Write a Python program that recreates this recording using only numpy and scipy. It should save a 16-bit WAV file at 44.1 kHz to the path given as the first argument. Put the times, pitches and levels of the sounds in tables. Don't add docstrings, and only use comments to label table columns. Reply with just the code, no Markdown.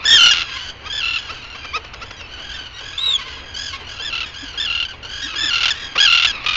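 import sys
import numpy as np
from scipy import signal
from scipy.fft import rfft, irfft, next_fast_len
from scipy.io import wavfile
from scipy.ndimage import uniform_filter1d

SR = 44100
rng = np.random.default_rng(int(sys.argv[2]) if len(sys.argv) > 2 else 0)


def generate_wav(signal):
    frames = np.transpose(np.atleast_2d(signal))
    scaled = np.clip(frames, -1, 1) * 32767
    pcm = np.round(scaled).astype(np.int16)
    wavfile.write(sys.argv[1], SR, pcm)


N = 289296

# (time [s], level [dB])
DIN_LEVELS = [(0, -24.5), (.55, -29), (.75, -39), (1.1, -30.5), (1.9, -40), (2.5, -35.5), (3.2, -33.5),
              (3.47, -37), (3.8, -35.5), (4.7, -33), (5, -45), (5.499, -25), (5.9, -31.5), (6.56, -24)]
# (frequency [Hz], level [dB])
DIN_TONE = [(300, -2), (700, -9), (1100, 7), (1600, -3.5), (2050, 4), (2600, 8.5), (3200, -18), (4000, 2),
            (4800, -11.5), (6400, -45.5), (7600, -53)]
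SEA_TONE = [(25, 5), (75, 6), (140, -9), (240, -5), (330, -6), (900, -7.5), (1500, -8), (3000, -7),
            (5000, -43.5), (7600, -49.5)]
THROAT_TONE = [(300, -33.5), (800, -14), (1300, -7.5), (1750, -10), (2200, -5), (2750, 0.5), (3450, -0.5),
               (4200, -6), (5200, -8.5), (6100, -11), (6900, -11), (7700, -33)]
KEK_TONE = [(300, -4), (800, -12.5), (1300, -5.5), (1900, -6.5), (2700, -6.5), (4000, -12.5), (5300, -7),
            (6600, -13.5), (7700, -34.5)]
CLUCK_TONE = [(200, -41), (430, 1), (700, -6.5), (1000, 9.5), (1500, -3), (3000, -11)]
# (pitch [Hz], level [dB])
HUM_NOTES = [(60, -55), (120, -53)]
# (time [s], length [s], level [dB], pitch just above the arch's top [Hz])
KEK_NOTES = [(0.035, 0.024, -29.5, 1562), (0.841, 0.056, -33.5, 1316), (1.282, .043, -30, 1374),
             (1.54, 0.03, -36, 1205), (1.638, 0.027, -32.5, 1347), (1.724, 0.065, -22.5, 1332),
             (1.841, 0.016, -36.5, 1216), (1.931, 0.021, -33.5, 1528), (2.006, .043, -32, 1427),
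             (2.104, .016, -33, 1500), (2.204, 0.017, -36, 1455), (5.335, 0.017, -31.5, 1146),
             (5.949, 0.027, -22, 1280), (6.438, .018, -30, 1236)]
# (time [s], level [dB])
LONE_CLUCKS = [(.939, -40.5), (2.814, -39), (3.079, -38), (3.269, -43.5), (3.368, -45), (3.81, -41),
               (4.004, -38), (4.555, -40.5), (4.94, -40), (5.045, -39)]
# (start [s], drop [s], upturn [s], end [s], syllable rate [1/s],
# opening pitch [Hz], top pitch [Hz], low pitch [Hz], closing pitch [Hz], 'kee' level [dB],
# first 'arr' level [dB], last 'arr' level [dB], closing level [dB], 'kee' roughness [0-1],
# last 'arr' roughness [0-1], throat sharpness [factor], snap of each syllable [factor])
KEE_ARR_SCREAMS = [ (.052, .178, .308, .333, 38.7, 1700, 1838, 1389, 1730, -10.5, -9, -14, -10.5, 0.07, .42, 0.8, .2),
                   (.8985, 1.012, 1.185, 1.21, 38.3, 1582, 1764, 1345, 1600, -23.5, -21, -21, -30, 0.14, 0.28, 1.7, 0.59),
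                   (3.9955, 4.103, 4.228, 4.258, 38.35, 1510, 1748, 1353, 1345, -25.5, -27.5, -21, -25, 0.03, .6, 1.37, 1),
                   (4.574, 4.664, 4.85, 4.874, 39.7, 1606, 1763, 1385, 1583, -21, -22, -20.5, -22, 0.1, 0.28, 1.84, 3.2),
                   (5.3565, 5.502, 5.702, 5.73, 40.1, 1612, 1786, 1388, 1810, -20, -19.5, -16, -14.5, 0, .9, 1, 0.83),
                   (5.9766, 6.066, 6.268, 6.322, 40.7, 1203, 1685, 1375, 1767, -10, -8.5, -16.5, -17.5, 0.27, 1, 1.32, .25)]
# (time [s], length [s], level [dB], pitch [Hz])
THUMP_AND_HOOTS = [(0.087, 0.045, -52, 240), (4.417, 0.043, -40, 282), (5.22, 0.071, -44, 282),
                   (5.31, 0.092, -45.5, 321), (5.402, 0.076, -43, 300)]
# (start [s], end [s], first level [dB], last level [dB], first pitch [Hz], top pitch [Hz],
# last pitch [Hz], peak [share of length], bend of the fall [1 = straight])
THIN_WHISTLES = [ (0.091, .345, -10, -14, 3320, 3387, 2770, 0.081, 0.72),
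                 (1.612, 1.73, -39, -38, 2374, 2400, 2370, .2, 0.64),
                 (2.194, 2.272, -36, -39, 2880, 2870, 2590, 0.094, 0.45),
                 (2.974, 3.173, -21.5, -15, 3380, 3910, 3196, 0.36, 1.7),
                 (6.269, 6.384, -31, -35.5, 3740, 3550, 2165, 0.055, 0.74)]
# (start [s], end [s], syllable rate [1/s], first level [dB], last level [dB],
# pitch [Hz], roughness [0-1], snap [factor])
LOW_RASPS = [(.334, .435, 84, -17.5, -19.5, 1390, .65, .3), (6.4618, 6.575, 43, -17, -20.5, 1225, .45, .1)]
# (start [s], end [s], level [dB], pitch [Hz])
FAR_CRIES = [(0.442, 0.685, -38, 1077), (2.93, 3.445, -39.5, 1106), (3.719, 3.846, -43, 1124)]
# (start [s], end [s], syllable rate [1/s], level [dB], pitch just above the
# arch's top [Hz], peak [share of length], last pitch [share of that pitch], treble tilt [dB])
FAR_TERN_SCREAMS = [ (0.519, .712, 78, -31, 1567, 0.99, 0.87, 1),
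                    (1.319, 1.49, 41, -37, 1604, 0.063, 0.76, 2),
                    (2.372, 2.686, 42, -32, 1634, 0.25, 0.88, -2.5),
                    (2.76, 2.972, 42, -34, 1664, 0.56, 0.96, -0.5),
                    (3.54, 3.776, 42.7, -28, 1741, 0.33, 0.65, 5),
                    (3.865, 3.989, 42, -35.5, 1673, 0.41, 0.99, 3),
                    (4.337, 4.558, 42, -32.5, 1710, .25, 0.8, 0.5),
                    (4.884, 4.954, 42, -32, 1585, 0.12, 0.57, -3),
                    (5.027, 5.346, 47, -29.5, 1680, .62, 0.87, 0),
                    (5.727, 5.886, 44, -33, 1928, 0.28, 0.98, -6)]
# (time [s], length [s], level [dB], top pitch [Hz])
FAR_CHIRPS = [(2.16, 0.045, -42, 1976), (2.53, 0.039, -34, 1806), (2.725, 0.093, -41, 1930),
              (3.28, 0.05, -39, 1550), (4.247, 0.068, -41, 1860), (5.214, 0.056, -28.5, 1888)]


def amp(db):
    return 10 ** (np.asarray(db) / 20)


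def evened(x):
    return x / np.sqrt(np.mean(x ** 2) + 1e-20)


def add(mix, start, sound):
    part = mix[max(round(start * SR), 0):][:len(sound)]
    part += sound[:len(part)]


def colour(x, curve, depth=1):
    size = next_fast_len(len(x) + 1024)
    curve_hz, curve_db = np.transpose(curve)
    hz = np.fft.rfftfreq(size, 1 / SR)
    db = np.interp(np.log(hz + 1), np.log(curve_hz), curve_db)
    return irfft(rfft(x, size) * amp(depth * db), size)[:len(x)]


def wander(size, hz):
    full = next_fast_len(size + SR // 4)
    keep_slow = np.exp(-(np.fft.rfftfreq(full, 1 / SR) / hz) ** 2)
    return evened(irfft(rfft(rng.standard_normal(full)) * keep_slow, full))[:size]


def progress(start, end):
    return np.linspace(0, 1, int((end - start) * SR))


def arch(u, first, top, last, peak, bend=2):
    peak = np.clip(peak, .02, .98)
    rise, fall = np.clip(1 - u / peak, 0, 1), np.clip((u - peak) / (1 - peak), 0, 1)
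    return top + (first - top) * rise ** 2 + (last - top) * fall ** bend


def syrinx(hz, rough, brightness=3.85):
    size = len(hz)
    phase = 2 * np.pi * np.cumsum(hz * (1 + .056 * rough * wander(size, 540))) / SR
    sway = rough * np.cos(phase / 2 + 1.46 * wander(size, 140))
    buzz = sum(np.cos(k * (phase + .41 * sway)) / (1 + (k / brightness) ** 6) for k in range(1, 7))
    breath = evened(signal.lfilter(*signal.butter(2, 6000, fs=SR), rng.standard_normal(size)))
    return evened(buzz * (1 + 1.02 * sway)) + (.062 + .38 * rough ** 1.5) * breath


def syllables(rate, db, hz, rough, sharpness, snap, duty=.87, gap_db=-24, slack_hz=1510,
              snap_rough=.25, pull=.8, sag=.0383, release_s=.008, uneven_db=1.98):
    size = len(hz)
    cycle = np.arange(size) / SR * rate % 1
    low = np.clip((1650 - hz) / 200, 0, 1)
    is_open = cycle < np.clip(duty, .6, .8) - .06 * rough
    gate = uniform_filter1d(is_open * 1., size=50) * amp(-2 * low * cycle)
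    onset = np.exp(-(cycle / .26) ** 2)
    slack = np.exp(-cycle / .0512) + np.minimum(cycle / duty, 1) ** 9
    hz = hz + pull * slack * (slack_hz - hz)
    hz *= 1 + .00955 * wander(size, 50.2) - sag * (cycle - duty / 2)
    hz *= 1 + low * (.03975 * onset ** 2 + .0071 * wander(size, 123.4))
    attack = 1 + snap * onset * (.019 + np.clip(rough, 0, 1))
    rough = np.clip(rough * (1.2 - .5 * cycle) + snap_rough * onset ** 2 * low + .36 * cycle ** 4, 0, 1)
    buzz = syrinx(hz, rough)
    voice = (1 - low) * colour(buzz, THROAT_TONE, sharpness * .6)
    voice += low * colour(buzz, THROAT_TONE, sharpness * .98)
    voice = signal.lfilter(*signal.butter(2, 700, "high", fs=SR), voice)
    voice /= np.sqrt(uniform_filter1d(voice ** 2, size=400) + 1e-12)
    uneven = amp(uneven_db * (1 + low) / 2 * wander(size, 23))
    beats = evened((gate + amp(gap_db)) * attack * uneven)
    release = np.minimum((size - np.arange(size)) / (release_s * SR), 1)
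    return amp(db) * voice * beats * signal.windows.tukey(size, .025) * release


def rocks(x, scatter_db, fade_s, ground=.097):
    t = np.arange(SR // 2) / SR
    echoes = rng.standard_normal(len(t)) * (rng.random(len(t)) < 2000 / SR)
    echoes *= amp(-60 * t / fade_s) * (t > .004)
    echoes *= amp(scatter_db) / np.linalg.norm(echoes)
    echoes[int(.0037 * SR)] += ground
    return x + signal.fftconvolve(x, echoes)[:N]


def colony(count=34, call_s=.41, peak=.25):
    voices, u = np.zeros(N), progress(0, call_s)
    for k, (when, pitch, loud, speed) in enumerate(rng.random((count, 4))):
        db = 5 * loud + arch(u, -8.5, 0, -4.5, peak)
        hz = (1350 + 420 * pitch) * arch(u, .79, 1, .76, peak)
        voice = syllables(34 + 16 * speed, db, hz, rough=.14, sharpness=1, snap=.3, pull=.5)
        swell = amp(3 * wander(len(u), 16))
        add(voices, (k + when) * N / SR / count - .15, voice * swell)
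    blur = evened(colour(rng.standard_normal(N), DIN_TONE))
    din = evened(rocks(voices, scatter_db=-8, fade_s=.5)) + .45 * blur
    return din * amp(np.interp(np.arange(N) / SR, *np.transpose(DIN_LEVELS)) - 3)


def shore(wash_db=-40.5, swell_db=1.55, rumble_db=-46):
    wash = amp(wash_db + swell_db * wander(N, 6.3)) * evened(colour(rng.standard_normal(N), SEA_TONE))
    rumble = colour(rng.standard_normal(N), [(15, -23.5), (45, 0), (90, 3), (150, -27), (600, -63.5)])
    t = np.arange(N) / SR
    hum = sum(amp(db) * np.sin(2 * np.pi * hz * t + .4 * wander(N, 3)) for hz, db in HUM_NOTES)
    return wash + amp(rumble_db) * evened(rumble) + np.sqrt(2) * hum


def kek(start, length, db, hz, settle_s=.075):
    u = progress(0, length)
    crack = .85 * u ** 4
    rough = np.clip(1.05 * (1 - length / settle_s) + crack, 0, 1)
    voice = colour(syrinx(hz * arch(u, .68, .97, .82, peak=.68), rough), KEK_TONE)
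    return start, amp(db) * evened(voice * signal.windows.tukey(len(u), .85))


def cluck(start, db, length=.05, hz=240):
    u = progress(0, length)
    voice = colour(syrinx(hz * (1.1 - .39 * u), rough=.89), CLUCK_TONE)
    return start - .008, amp(db - 4) * evened(voice * u * np.exp(-5 * u))


def near_scream(start, drop, upturn, end, rate, opening_hz, top_hz, low_hz, closing_hz,
                kee_db, first_db, last_db, closing_db, kee_rough, last_rough, sharpness, snap,
                switch_s=.012, peak=.55, first_rough=.027, closing_rough=.21):
    t = np.arange(start, end, 1 / SR)
    spans = (start, drop), (drop, upturn), (upturn, end)
    kee, arr, tail = (np.clip((t - a) / (b - a), 0, 1) for a, b in spans)
    dropped, closing = (np.clip((t - at) / switch_s + .5, 0, 1) for at in (drop, upturn))

    def joined(high, low, last):
        return (1 - dropped) * high + (dropped - closing) * low + closing * last

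    hz = joined(arch(kee, opening_hz, top_hz, .92 * top_hz, peak), low_hz, closing_hz * (1 - .1 * tail))
    arr_db = first_db + (last_db - first_db) * arr
    db = joined(kee_db + arch(kee, -4, 0, 1.5, peak), arr_db, closing_db - 3 * tail)
    rough = joined(kee_rough, first_rough + (last_rough - first_rough) * arr, closing_rough)
    return start, syllables(rate, db, hz, rough, sharpness, snap)


def thump_or_hoot(start, length, db, hz):
    size = int(length * SR)
    phase = 2 * np.pi * np.cumsum(hz * (1 + .072 * wander(size, 60))) / SR
    return start, amp(db) * evened(np.sin(phase) * np.hanning(size))


def whistle(start, end, first_db, last_db, first_hz, top_hz, last_hz, peak, bend):
    u = progress(start, end)
    hz = arch(u, first_hz, top_hz, last_hz, peak, bend)
    phase = 2 * np.pi * np.cumsum(hz * (1 + .012 * wander(len(u), 300))) / SR
    flutter = 1 + .5 * np.tanh(wander(len(u), 100))
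    octave = amp(-12) / (1 + (hz / 3400) ** 12)
    tone = evened((np.sin(phase) + octave * np.sin(2 * phase)) * flutter)
    return start, amp(first_db + (last_db - first_db) * u) * tone * signal.windows.tukey(len(u), .1)


def rasp(start, end, rate, first_db, last_db, hz, rough, snap):
    u = progress(start, end)
    db = first_db + (last_db - first_db) * u
    return start, syllables(rate, db, np.full(len(u), hz), rough, 1.05, snap, duty=.7, pull=.36)


def cry(start, end, db, hz, sink=.09):
    u = progress(start, end)
    pitch = hz * (1 - sink * u + .0275 * wander(len(u), 60))
    voice = colour(syrinx(pitch, rough=.49, brightness=4.16), THROAT_TONE, depth=.28)
    voice = signal.lfilter(*signal.butter(2, 700, "high", fs=SR), voice)
    return start, amp(db + 6.2 * wander(len(u), 30)) * evened(voice * signal.windows.tukey(len(u), .3))


def far_scream(start, end, rate, db, hz, peak, fall, tilt_db):
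    u = progress(start, end)
    level, pitch = db + arch(u, -2.5, 0, -5, peak), hz * arch(u, .83, .98, fall, peak)
    voice = syllables(rate, level, pitch, rough=.16, sharpness=.78, snap=.19, duty=.66, gap_db=-22.5,
                      snap_rough=.073, pull=.63, sag=.11, uneven_db=2.9)
    facing = colour(voice, [(1600, -tilt_db / 2), (3200, 0), (5500, tilt_db)])
    return start, facing * np.std(voice) / np.std(facing)


def chirp(start, length, db, hz):
    u = progress(0, length)
    voice = colour(syrinx(hz * (1 - .38 * (u - .45) ** 2), rough=.034), THROAT_TONE, depth=.78)
    return start, amp(db) * evened(voice * signal.windows.tukey(len(u), .5))


def scene():
    near, far = np.zeros(N), np.zeros(N)
    for mix, source, table in (
            (near, near_scream, KEE_ARR_SCREAMS), (near, rasp, LOW_RASPS),
            (near, whistle, THIN_WHISTLES), (near, kek, KEK_NOTES),
            (far, far_scream, FAR_TERN_SCREAMS), (far, cry, FAR_CRIES), (far, chirp, FAR_CHIRPS),
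            (far, cluck, LONE_CLUCKS), (far, thump_or_hoot, THUMP_AND_HOOTS)):
        for row in table:
            add(mix, *source(*row))
    for start, length, db, _ in KEK_NOTES:
        add(far, *cluck(start + .62 * length, db - 8))
    near = rocks(near, scatter_db=-18, fade_s=.16, ground=.05)
    far = amp(-2) * rocks(far, scatter_db=-5, fade_s=.11, ground=.35)
    return (near + far + colony() + shore())[None]


def record(dry, lopsided=.018, ceiling=.8, cutoff_hz=7750):
    bent = dry + lopsided * signal.lfilter(*signal.butter(2, 200, "high", fs=SR), dry ** 2)
    rounded = bent / (1 + (bent / ceiling) ** 8) ** (1 / 8)
    treble_cut = signal.firwin(401, cutoff_hz, window=("kaiser", 9), fs=SR)
    return signal.oaconvolve(rounded, treble_cut[None], "same")


dry = scene()
out = record(dry)
generate_wav(out)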